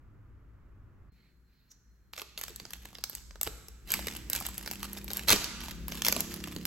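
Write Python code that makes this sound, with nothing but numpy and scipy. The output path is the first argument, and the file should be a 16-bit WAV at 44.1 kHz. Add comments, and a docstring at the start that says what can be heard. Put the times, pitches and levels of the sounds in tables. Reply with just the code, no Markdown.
"""A bare, quiet room: close by, above a wooden table, hands tear a plastic foil packet open.
Hum comes first; then filtered noise makes a card slide on the table, and random fractures and ringing
creases make the packet crinkle. Its seam gives in one sharp rip, a dense burst of fractures, and the loose
strip is pulled off. Far outside, harmonics of a firing rate make a small engine drone by over street noise.
"""
import sys
import numpy as np
from scipy import signal
from scipy.fft import rfft, irfft, next_fast_len
from scipy.io import wavfile

SR = 44100
rng = np.random.default_rng(int(sys.argv[2]) if len(sys.argv) > 2 else 0)


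def dump(signal):
    """Clip the signal to [-1, 1] and save it as 16-bit WAV at the path in sys.argv[1]."""
    limited = np.clip(np.atleast_2d(signal).T, -1, 1)
    pcm = np.round(limited * 32767).astype(np.int16)
    wavfile.write(sys.argv[1], SR, pcm)


N = 293706

# Spectra below are shapes: each sound is scaled to rms 1 before its own level is applied.
# room hum at first: (f/Hz, density/dB per Hz)
HUM_SPECTRUM = [(70, -5.5), (108, 1.5), (160, -13.5), (300, -15), (500, -26), (780, -30.5), (1260, -25),
                (2350, -37.5), (3600, -50), (16000, -67)]
# room air afterwards: (f/Hz, density/dB per Hz)
AIR_SPECTRUM = [(100, 16), (500, -11), (1600, 5.5), (3000, -14), (8000, -41), (12000, -29), (16000, -14)]
# a thin steady whine in the room: (f/Hz, density/dB per Hz)
WHINE_SPECTRUM = [(3700, -57), (4110, -21), (4195, 8), (4290, -29), (4700, -53)]
HUM_DB, HUM_RUMBLE_DB = -57, -55  # the hum and the rumble under it
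HUM_END_S, HUM_HANDOVER_S = 1.1, .02  # middle and duration of the passage from hum to thinner air
AIR_DB, AIR_RISE_DB_PER_S = -76.5, 1.9  # level at HUM_END_S and its steady rise

# street outside, before the overall gains: (t/s, rumble level/dB, drone level/dB)
STREET_LEVELS = [(1.12, -65, -72.5), (1.52, -68.5, -77.5), (2.12, -61.5, -75.5), (2.54, -55, -67),
                 (3.16, -60.5, -67.5), (3.19, -52.5, -69), (3.82, -50, -67), (4.19, -49.5, -56.5),
                 (4.65, -52.5, -59.5), (5.87, -47, -57.5), (6.66, -57.5, -56.5)]
# street rumble, also used under the hum: (f/Hz, density/dB per Hz)
RUMBLE_SPECTRUM = [(15, -46), (28, -9), (40, 15), (49, 14), (58, 23.5), (68, 7), (85, 0), (130, -43)]
# street drone: (f/Hz, density/dB per Hz)
DRONE_SPECTRUM = [(60, -21), (105, 2), (140, -3), (195, -1), (270, -8), (400, -13.5), (700, -26.5),
                  (1500, -32.5)]

# the card is pushed over the wood: (start t/s, length t/s, level/dB, brightness/dB per octave)
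CARD_PUSHES = [(1.097, 0.19, -75, -5.5), (1.444, 0.29, -77.5, 2)]
# card on wood, before the brightness tilt: (f/Hz, density/dB per Hz)
CARD_SPECTRUM = [(1200, -14), (2200, 2), (3300, -7), (4000, -1), (4300, 7), (4700, -6.5), (9000, -29),
                 (12000, -12), (16000, -13)]
# card edge slipping from the finger: (f/Hz, density/dB per Hz)
EDGE_SPECTRUM = [(2000, -16), (4300, -11), (6000, 7), (8000, -11), (12000, -11), (16000, -11)]
PUSH_ATTACK_S, PUSH_RELEASE_S = .08, .04
FLICK_S, FLICK_DB, FLICK_FADE_S = 1.717, -52, 0.0066  # the finger slips off the edge

# fingers take hold and work the film: (start t/s, length t/s, effort level/dB before the layer gain)
FINGER_GRIPS = [(2.129, 0.081, -50.5), (2.37, .13, -50.5), (2.58, 0.44, -59), (3.109, 0.065, -55),
                (3.429, .05, -52), (3.869, 0.31, -46), (4.289, 0.2, -45), (4.531, 0.23, -49.5),
                (4.791, .2, -49), (5.07, .16, -48.5), (5.33, 0.14, -49), (5.6, .12, -47),
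                (5.88, 0.096, -48.5), (6.019, .18, -43), (6.298, 0.32, -51)]
# film slides on film: (centre t/s, half length t/s, level/dB before the layer gain)
FILM_RUBS = [(3.47, 0.011, -45), (3.905, 0.02, -51), (3.936, 0.044, -39.5), (4.358, 0.029, -39.5),
             (4.457, 0.012, -42.5), (4.85, 0.011, -41.5), (5.174, 0.022, -41), (5.972, 0.044, -44),
             (6.081, 0.022, -34.5), (6.2, 0.013, -39.5), (6.317, 0.019, -45)]
# fine crackle: (f/Hz, density/dB per Hz)
FILM_SPECTRUM = [(150, 2.5), (400, -4), (1000, 0), (3000, 4), (6000, -3.5), (9500, 1.5), (12000, -1),
                 (16000, -7.5)]
GRIP_ATTACK_S, GRIP_RELEASE_S = .02, 0.028
RIP_S, RIP_LENGTH_S, RIP_DB = 5.272, .06, -24  # the seam parts
RIP_ATTACK_S, RIP_RELEASE_S = 0.02, .015  # the tear gathers speed, then runs out

# loudest creases buckling:
# (t/s, level/dB before the layer gain, thud over crack level/dB, fizz over crack level/dB)
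CREASES = [(2.1346, -44, -10.5, -21), (2.1788, -39, -6.5, -6), (2.1872, -42.5, -5, 2),
           (2.1966, -39.5, -13, -13), (2.2177, -35.5, -5, -2), (2.3765, -35, -16, -10),
           (2.4131, -34.5, -9.5, 5), (2.4372, -31.5, -11, 4.5), (2.4815, -40, -7, 3),
           (2.5606, -37, -12, 13), (2.5995, -41, -8.5, -6.5), (2.6524, -42.0, -5, -14),
           (2.7064, -43.5, -14, 4), (2.7343, -34, -18, 1.5), (2.8547, -41.5, -3, 1),
           (2.9521, -41.5, -16, -16), (2.9849, -43.5, -6, -9), (3.039, -27.5, -16, 1.5),
           (3.0974, -35.5, -2, 15), (3.1512, -32.5, -20, 12.5), (3.3087, -49, -5.5, -10),
           (3.357, -47.5, 3.5, -6), (3.4127, -25.5, -6, 12.5), (3.4315, -24.5, -10, 15),
           (3.4677, -38, 3.5, -1), (3.4737, -31.5, -4.5, -3), (3.6841, -43.5, -5.5, 5),
           (3.9046, -32.5, -11, 4.5), (3.9192, -22.0, -15, 12.5), (3.939, -22.5, -18, 1.5),
           (4.0703, -30.5, -4, 4), (4.0832, -32.5, -23, -3), (4.2995, -26.5, -4, 17.5),
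           (4.332, -24.5, -18, 8.5), (4.3508, -29.0, -15, 5), (4.3611, -28.5, -21, 4),
           (4.4026, -34.5, -10, 13), (4.4652, -28.5, -17, 9), (4.5801, -31.5, -5, 16),
           (4.6612, -37.0, -7, -1), (4.676, -33, -8.5, -2), (4.7125, -31, -4.5, 4),
           (4.8299, -32.5, -7.5, 0.5), (4.9316, -35.5, -3, 14), (5.0439, -39, 1, 16),
           (5.1039, -38, -15, -1), (5.1138, -36, -3.5, 6), (5.1335, -30.5, -6, 14), (5.1705, -28, -8, 19),
           (5.1939, -35, -15, -2), (5.2845, -20.5, -8, 2), (5.2936, -18.5, -15.5, -14),
           (5.3036, -16.5, -13, 2), (5.3134, -21, -6, 5), (5.3234, -20, -8, -4), (5.329, -18, -7.5, -2.5),
           (5.3609, -28, -5, -5), (5.4433, -30, -15, -4), (5.6836, -39.5, -2, -4.5), (5.882, -32.5, -2, 11),
           (5.9211, -34.5, -10, -10), (6.0202, -27, -16, -2), (6.0485, -24, -16, -1),
           (6.0569, -26.5, -13, 4), (6.0654, -23, -8, 1), (6.0838, -19.5, -7, 3), (6.125, -21.5, -7.5, 1.5),
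           (6.1643, -27.5, 1.5, 2), (6.2057, -23.5, -7, 13), (6.3405, -34, -4, 8),
           (6.4398, -35.0, -15.5, -3), (6.4736, -40, 2, -1), (6.5631, -37.0, -3.5, -7),
           (6.6534, -25.0, -10, 5.5)]
# thud, crack and fizz of a crease: (low f/Hz, high f/Hz, facet decay t60/s)
CREASE_BANDS = [(257, 1351, 0.016), (1272, 6745, 0.011), (7440, 15160, 0.012)]
TICK_DB, TICK_SCATTER_DB = 3, 3  # lesser creases: strength over the effort, and its spread
TICK_THUD_DB, TICK_FIZZ_DB, TICK_COLOUR_DB = -8, 5, 7.5  # thud and fizz over crack; spread of both

# the whole packet jerks: (t/s, level/dB before the envelope)
PACKET_JERKS = [(2.498, -41.5), (2.618, -46.5), (2.848, -47), (3.468, -33.5), (4.068, -39.5), (5.31, -36.5),
                (5.33, -27), (6.085, -44), (6.128, -41), (6.167, -33.5), (6.562, -36)]
# its dull flap: (f/Hz, density/dB per Hz)
POUCH_SPECTRUM = [(40, 5), (120, 6), (300, 4.5), (450, 6.5), (900, -59), (2500, -47)]

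# the far engine: (t/s, firing rate f/Hz, level/dB)
ENGINE_PASS = [(3.8, 31.1, -73), (3.97, 31.5, -48.5), (4.4, 31.7, -58.5), (4.9, 32.9, -50), (5.7, 34, -51),
               (6.2, 34.45, -45), (6.66, 34.5, -47)]
# resonances that shape the exhaust as heard indoors: (f/Hz, level/dB)
EXHAUST_RESPONSE = [(30, -32), (67, -2.5), (100, -43), (135, -44), (162, -15), (172, 0.5), (186, -6.5),
                    (197, 4), (208, -5.5), (240, -6), (275, -15), (310, -7), (400, -18), (600, -27)]

# sound scattered off the hands, against the direct sound: (f/Hz, level/dB)
SCATTER_RESPONSE = [(100, -12), (500, -8), (1500, -6), (3300, -5), (5000, -1), (7000, -7), (9500, -13),
                    (16000, -11)]
# reverberation before the early boost: (f/Hz, t60/s)
ROOM_DECAY = [(200, 0.91), (600, 0.7), (1500, 1.6), (4000, 1.05), (10000, 0.95), (16000, 0.23)]
# colour of the echo: (f/Hz, level/dB)
WALL_RESPONSE = [(150, 7), (700, 4), (2500, 2.5), (5000, 7), (7500, 6), (9000, 0.5), (12000, -0.5),
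                 (16000, 5)]
# diffuse field at the two ports: (f/Hz, left-right correlation)
PORT_CORRELATION = [(100, .9), (1500, .6), (3300, .45), (5000, 0), (7000, .45), (9300, .88), (12000, .88),
                    (15000, .7)]

# resonances of the microphone ports: (f/Hz, level/dB)
PORT_RESONANCES = [(7500, 0), (9400, -6), (11800, 2.5), (14200, 0), (15500, 1.5)]
# phase by which left leads right: (f/Hz, phase/rad)
PORT_PHASE = [(20, 0), (2000, -.3), (4000, -1.1), (6000, 0), (7600, .4), (8400, 1.3), (9400, 3.1),
              (12000, 6.3), (14200, 9.4), (16000, 11.1)]
# left over right: (f/Hz, level difference/dB)
PORT_BALANCE = [(60, 2.5), (200, -3), (600, -2), (2500, -1.5), (4500, -2.5), (7000, -2.5), (10000, -1),
                (16000, 1)]
TOP_HZ = 16400  # band limit
CEILING = .8  # peaks are rounded off towards this share of full scale


def amp(db):
    """Level definition: decibels to amplitude gain."""
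    return 10 ** (np.asarray(db) / 20)


def unit(x):
    """Normalisation: scale a signal to rms 1."""
    return x / np.sqrt(np.mean(x ** 2) + 1e-20)


def along(points, hz):
    """Interpolation of (f/Hz, value) points on a logarithmic frequency axis."""
    f, v = np.transpose(points)
    return np.interp(np.log(hz + 1), np.log(f + 1), v)


def level(rows, axis=1):
    """Level history: one gain per sample from a dB column, all but silent outside its rows."""
    rows = np.asarray(rows)
    return amp(np.interp(np.arange(N) / SR, rows[:, 0], rows[:, axis], left=-120, right=-120))


def strokes(rows, attack_s, release_s):
    """Motion envelope: (start s, length s, dB) moves that each rise, hold and die away exponentially."""
    t = np.arange(N) / SR
    gain = np.zeros(N)
    for s, length, db in rows:
        rise = np.clip((t - s) / attack_s, 0, 1)
        gain += amp(db) * rise * np.exp(-np.maximum(t - s - length, 0) / release_s)
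    return gain


def filtered(x, response):
    """Linear filtering: multiply the spectrum of x by a response of frequency."""
    n = x.shape[-1]
    padded = next_fast_len(n + 8192)
    hz = np.fft.rfftfreq(padded, 1 / SR)
    return irfft(rfft(x, padded) * response(hz), padded)[..., :n]


def coloured(x, spectrum):
    """Spectral shaping: x given a spectrum, at rms 1."""
    return unit(filtered(x, lambda hz: amp(along(spectrum, hz))))


def diffuse(pair):
    """Diffuse-field coherence: two unrelated signals mixed to the correlation found at the two ports."""
    def rotation(hz):
        angle = np.arccos(np.clip(along(PORT_CORRELATION, hz), -1, 1)) / 2
        return np.array([np.cos(angle), np.sin(angle)])
    mid, side = filtered(pair, rotation)
    return np.array([mid + side, mid - side])


def rush(spectrum):
    """Stationary diffuse noise in stereo, at rms 1."""
    return coloured(diffuse(rng.standard_normal((2, N))), spectrum)


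def add(track, s, sound):
    """Superposition: mix a sound into the track at s seconds."""
    start = max(round(s * SR), 0)
    part = track[..., start:start + sound.shape[-1]]
    part += sound[..., :part.shape[-1]]


def background(rumble_db, drone_db, whine_db):
    """Noise fields: hum at first; then street rumble through the walls, and air with its whine."""
    since = np.arange(N) / SR - HUM_END_S
    air_share = np.clip(since / HUM_HANDOVER_S + .5, 0, 1)
    hum = amp(HUM_DB) * rush(HUM_SPECTRUM) + amp(HUM_RUMBLE_DB) * rush(RUMBLE_SPECTRUM)
    street = amp(rumble_db) * level(STREET_LEVELS) * rush(RUMBLE_SPECTRUM)
    street += amp(drone_db) * level(STREET_LEVELS, axis=2) * rush(DRONE_SPECTRUM)
    air = amp(AIR_DB + AIR_RISE_DB_PER_S * since) * rush(AIR_SPECTRUM)
    air += amp(AIR_DB + whine_db) * rush(WHINE_SPECTRUM)
    return (1 - air_share) * hum + air_share * air + street


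def card():
    """Sliding friction: a card hisses over wood, brighter on the second push; its edge slips off the finger."""
    flick = amp(FLICK_DB) * np.exp(-np.abs(np.arange(N) / SR - FLICK_S) / FLICK_FADE_S)
    out = flick * coloured(rng.standard_normal(N), EDGE_SPECTRUM)
    for *push, tilt_db in CARD_PUSHES:
        colour = [(hz, db + tilt_db * np.log2(hz)) for hz, db in CARD_SPECTRUM]
        hiss = coloured(rng.standard_normal(N), colour)
        out += strokes([push], PUSH_ATTACK_S, PUSH_RELEASE_S) * hiss
    return out


def crackle(rate, spread_db, ring_s):
    """Random impulse process: tiny fractures, mostly weak and a few strong, in the colour of the film."""
    occurs = rng.random(N) < rate / SR  # rate is fractures a second
    sizes = amp(spread_db * np.minimum(rng.exponential(size=N), 3.5)) * occurs
    # each fracture's energy decays exponentially
    energy = signal.lfilter([1], [1, -np.exp(-2 / (ring_s * SR))], sizes ** 2)
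    return coloured(np.sqrt(energy) * rng.standard_normal(N), FILM_SPECTRUM)


def crinkling(effort, grip_db, rub_db):
    """Fracture density: sparse crackle under the fingers, denser where film slides, densest in the rip."""
    t = np.arange(N) / SR
    rubbing = sum(amp(db) * np.exp(-((t - s) / half) ** 2) for s, half, db in FILM_RUBS)
    parting = strokes([(RIP_S, RIP_LENGTH_S, RIP_DB)], RIP_ATTACK_S, RIP_RELEASE_S)
    grip = amp(grip_db) * effort * crackle(rate=330, spread_db=4.8, ring_s=.0011)
    rub = amp(rub_db) * rubbing * crackle(rate=1800, spread_db=3.4, ring_s=.001)
    rip = parting * crackle(rate=2000, spread_db=3.5, ring_s=0.00082)
    return grip + rub + rip


def ticks(count=8):
    """Buckling under load: each grip pops lesser creases at random moments, their level following the effort."""
    creases = []
    for start, length, effort_db in FINGER_GRIPS:
        for _ in range(count):
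            s = start + length * rng.random()
            db = effort_db + TICK_DB + TICK_SCATTER_DB * rng.standard_normal()
            thud_db = TICK_THUD_DB + TICK_COLOUR_DB * rng.standard_normal()
            fizz_db = TICK_FIZZ_DB + TICK_COLOUR_DB * rng.standard_normal()
            creases.append((s, db, thud_db, fizz_db))
    return creases


def snaps(creases, crack_s, crack_db, table_db, gain_db):
    """Snap-through buckling: a brief noise pop rings the facets around it, new in size every time."""
    out, t = np.zeros(N), np.arange(SR // 50) / SR
    window = .005 * SR  # level refers to the energy spread over 5 ms
    filters = [signal.butter(2, [low_hz, min(high_hz, .45 * SR)], "band", fs=SR)
               for low_hz, high_hz, _ in CREASE_BANDS]
    for s, db, thud_db, fizz_db in creases:
        snap = np.zeros(len(t))
        shares = amp([thud_db, 0, fizz_db])
        shares = shares / np.linalg.norm(shares)
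        for (low_hz, high_hz, t60), band, share in zip(CREASE_BANDS, filters, shares):
            place, phase, size = rng.random((3, 36, 1))  # 36 facet modes
            hz = low_hz + place * (high_hz - low_hz)
            facets = unit(np.sum(size ** 2 * np.sin(2 * np.pi * (hz * t + phase)), 0))
            pop = amp(crack_db) * rng.standard_normal(len(t)) * (t / crack_s) * np.exp(-t / crack_s)
            ring = signal.lfilter(*band, pop + facets * amp(-60 * t / t60))
            snap += amp(db + gain_db) * share * ring * np.sqrt(window / np.sum(ring ** 2))
        add(out, s, snap)
        add(out, s + rng.uniform(.0025, .0055), amp(table_db) * snap)  # back off the table top
    return out


def flaps(t60):
    """Air displacement: when the film lets go, the pouch jerks and pushes a dull, decaying puff."""
    out, t = np.zeros(N), np.arange(SR // 6) / SR
    for s, db in PACKET_JERKS:
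        envelope = amp(db - 60 * t / t60) * (1 - np.exp(-t / 0.0023))
        add(out, s, envelope * coloured(rng.standard_normal(len(t)), POUCH_SPECTRUM))
    return out


def engine(waver_db, count=16):
    """Harmonic series: multiples of the firing rate climb through resonances, each wavering in level."""
    s, rate_hz, _ = np.transpose(ENGINE_PASS)
    hz = np.interp(np.arange(N) / SR, s, rate_hz)
    cycles, out = np.cumsum(hz) / SR, np.zeros(N)
    for k in range(1, count + 1):
        waver = np.interp(np.arange(N), np.linspace(0, N, 40), rng.standard_normal(40))
        gain = amp(along(EXHAUST_RESPONSE, k * hz) + waver_db * waver)
        out += gain * np.sin(2 * np.pi * (k * cycles + rng.random()))
    return level(ENGINE_PASS, axis=2) * unit(out)


def hands(x, fade_s, count=130):
    """Scattering off hands and packet: short paths, unlike at each port, drawn afresh for each equal stretch."""
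    t, scattered = np.arange(SR // 100) / SR, np.zeros((2, N))
    for part in np.array_split(np.arange(N), count):
        paths = rng.standard_normal((2, len(t))) * t * np.exp(-t / fade_s)
        paths = paths / np.linalg.norm(paths, axis=1, keepdims=True)
        add(scattered, part[0] / SR, signal.fftconvolve(x[None, part], paths, axes=1))
    return x + filtered(scattered, lambda hz: amp(along(SCATTER_RESPONSE, hz)))


def room(x, early_db, early_s, count=10):
    """Reverberation: bare walls give a dense early answer and a long bright tail, redrawn each equal stretch."""
    out = np.zeros((2, N))
    for part in np.array_split(np.arange(N), count):
        hz, t, cells = signal.stft(diffuse(rng.standard_normal((2, SR))), SR, nperseg=256)
        decay = amp(-60 * t / along(ROOM_DECAY, hz)[:, None])
        decay = decay * (1 + amp(early_db) * np.exp(-t / early_s))
        colour = amp(along(WALL_RESPONSE, hz))[:, None]
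        tail = signal.istft(cells * decay * colour, SR, nperseg=256)[1]
        tail = tail * (1 - np.exp(-np.arange(tail.shape[1]) / SR / 0.0018))  # soft onset
        tail = tail / np.linalg.norm(tail[0])
        add(out, part[0] / SR, signal.fftconvolve(x[None, part], tail, axes=1))
    return out


def scene():
    """Superposition: the hands' sounds, near and reverberant, over the room and the street outside."""
    far = background(rumble_db=0.5, drone_db=5, whine_db=-10.5) + engine(waver_db=3.0)
    effort = strokes(FINGER_GRIPS, GRIP_ATTACK_S, GRIP_RELEASE_S)
    near = card() + crinkling(effort, grip_db=-3, rub_db=-1.0)
    near += snaps(list(CREASES) + ticks(), crack_s=0.00024, crack_db=15.5, table_db=-14.5, gain_db=-1.0)
    near += flaps(t60=0.073)
    return hands(near, fade_s=0.00091) + amp(-9.5) * room(near, early_db=-5, early_s=0.03) + far


def record(dry):
    """Transduction: two ports colour the treble and differ in phase and level; peaks round, band is limited."""
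    def ports(hz):
        # left takes half of the level and phase difference, right the inverse half
        half = amp(along(PORT_BALANCE, hz) / 2) * np.exp(1j * along(PORT_PHASE, hz) / 2)
        return amp(along(PORT_RESONANCES, hz)) * np.array([half, 1 / half])
    heard = filtered(dry, ports)
    rounded = heard / (1 + (heard / CEILING) ** 4) ** (1 / 4)
    return filtered(rounded, lambda hz: 1 / (1 + (hz / TOP_HZ) ** 100))


dry = scene()
out = record(dry)
dump(out)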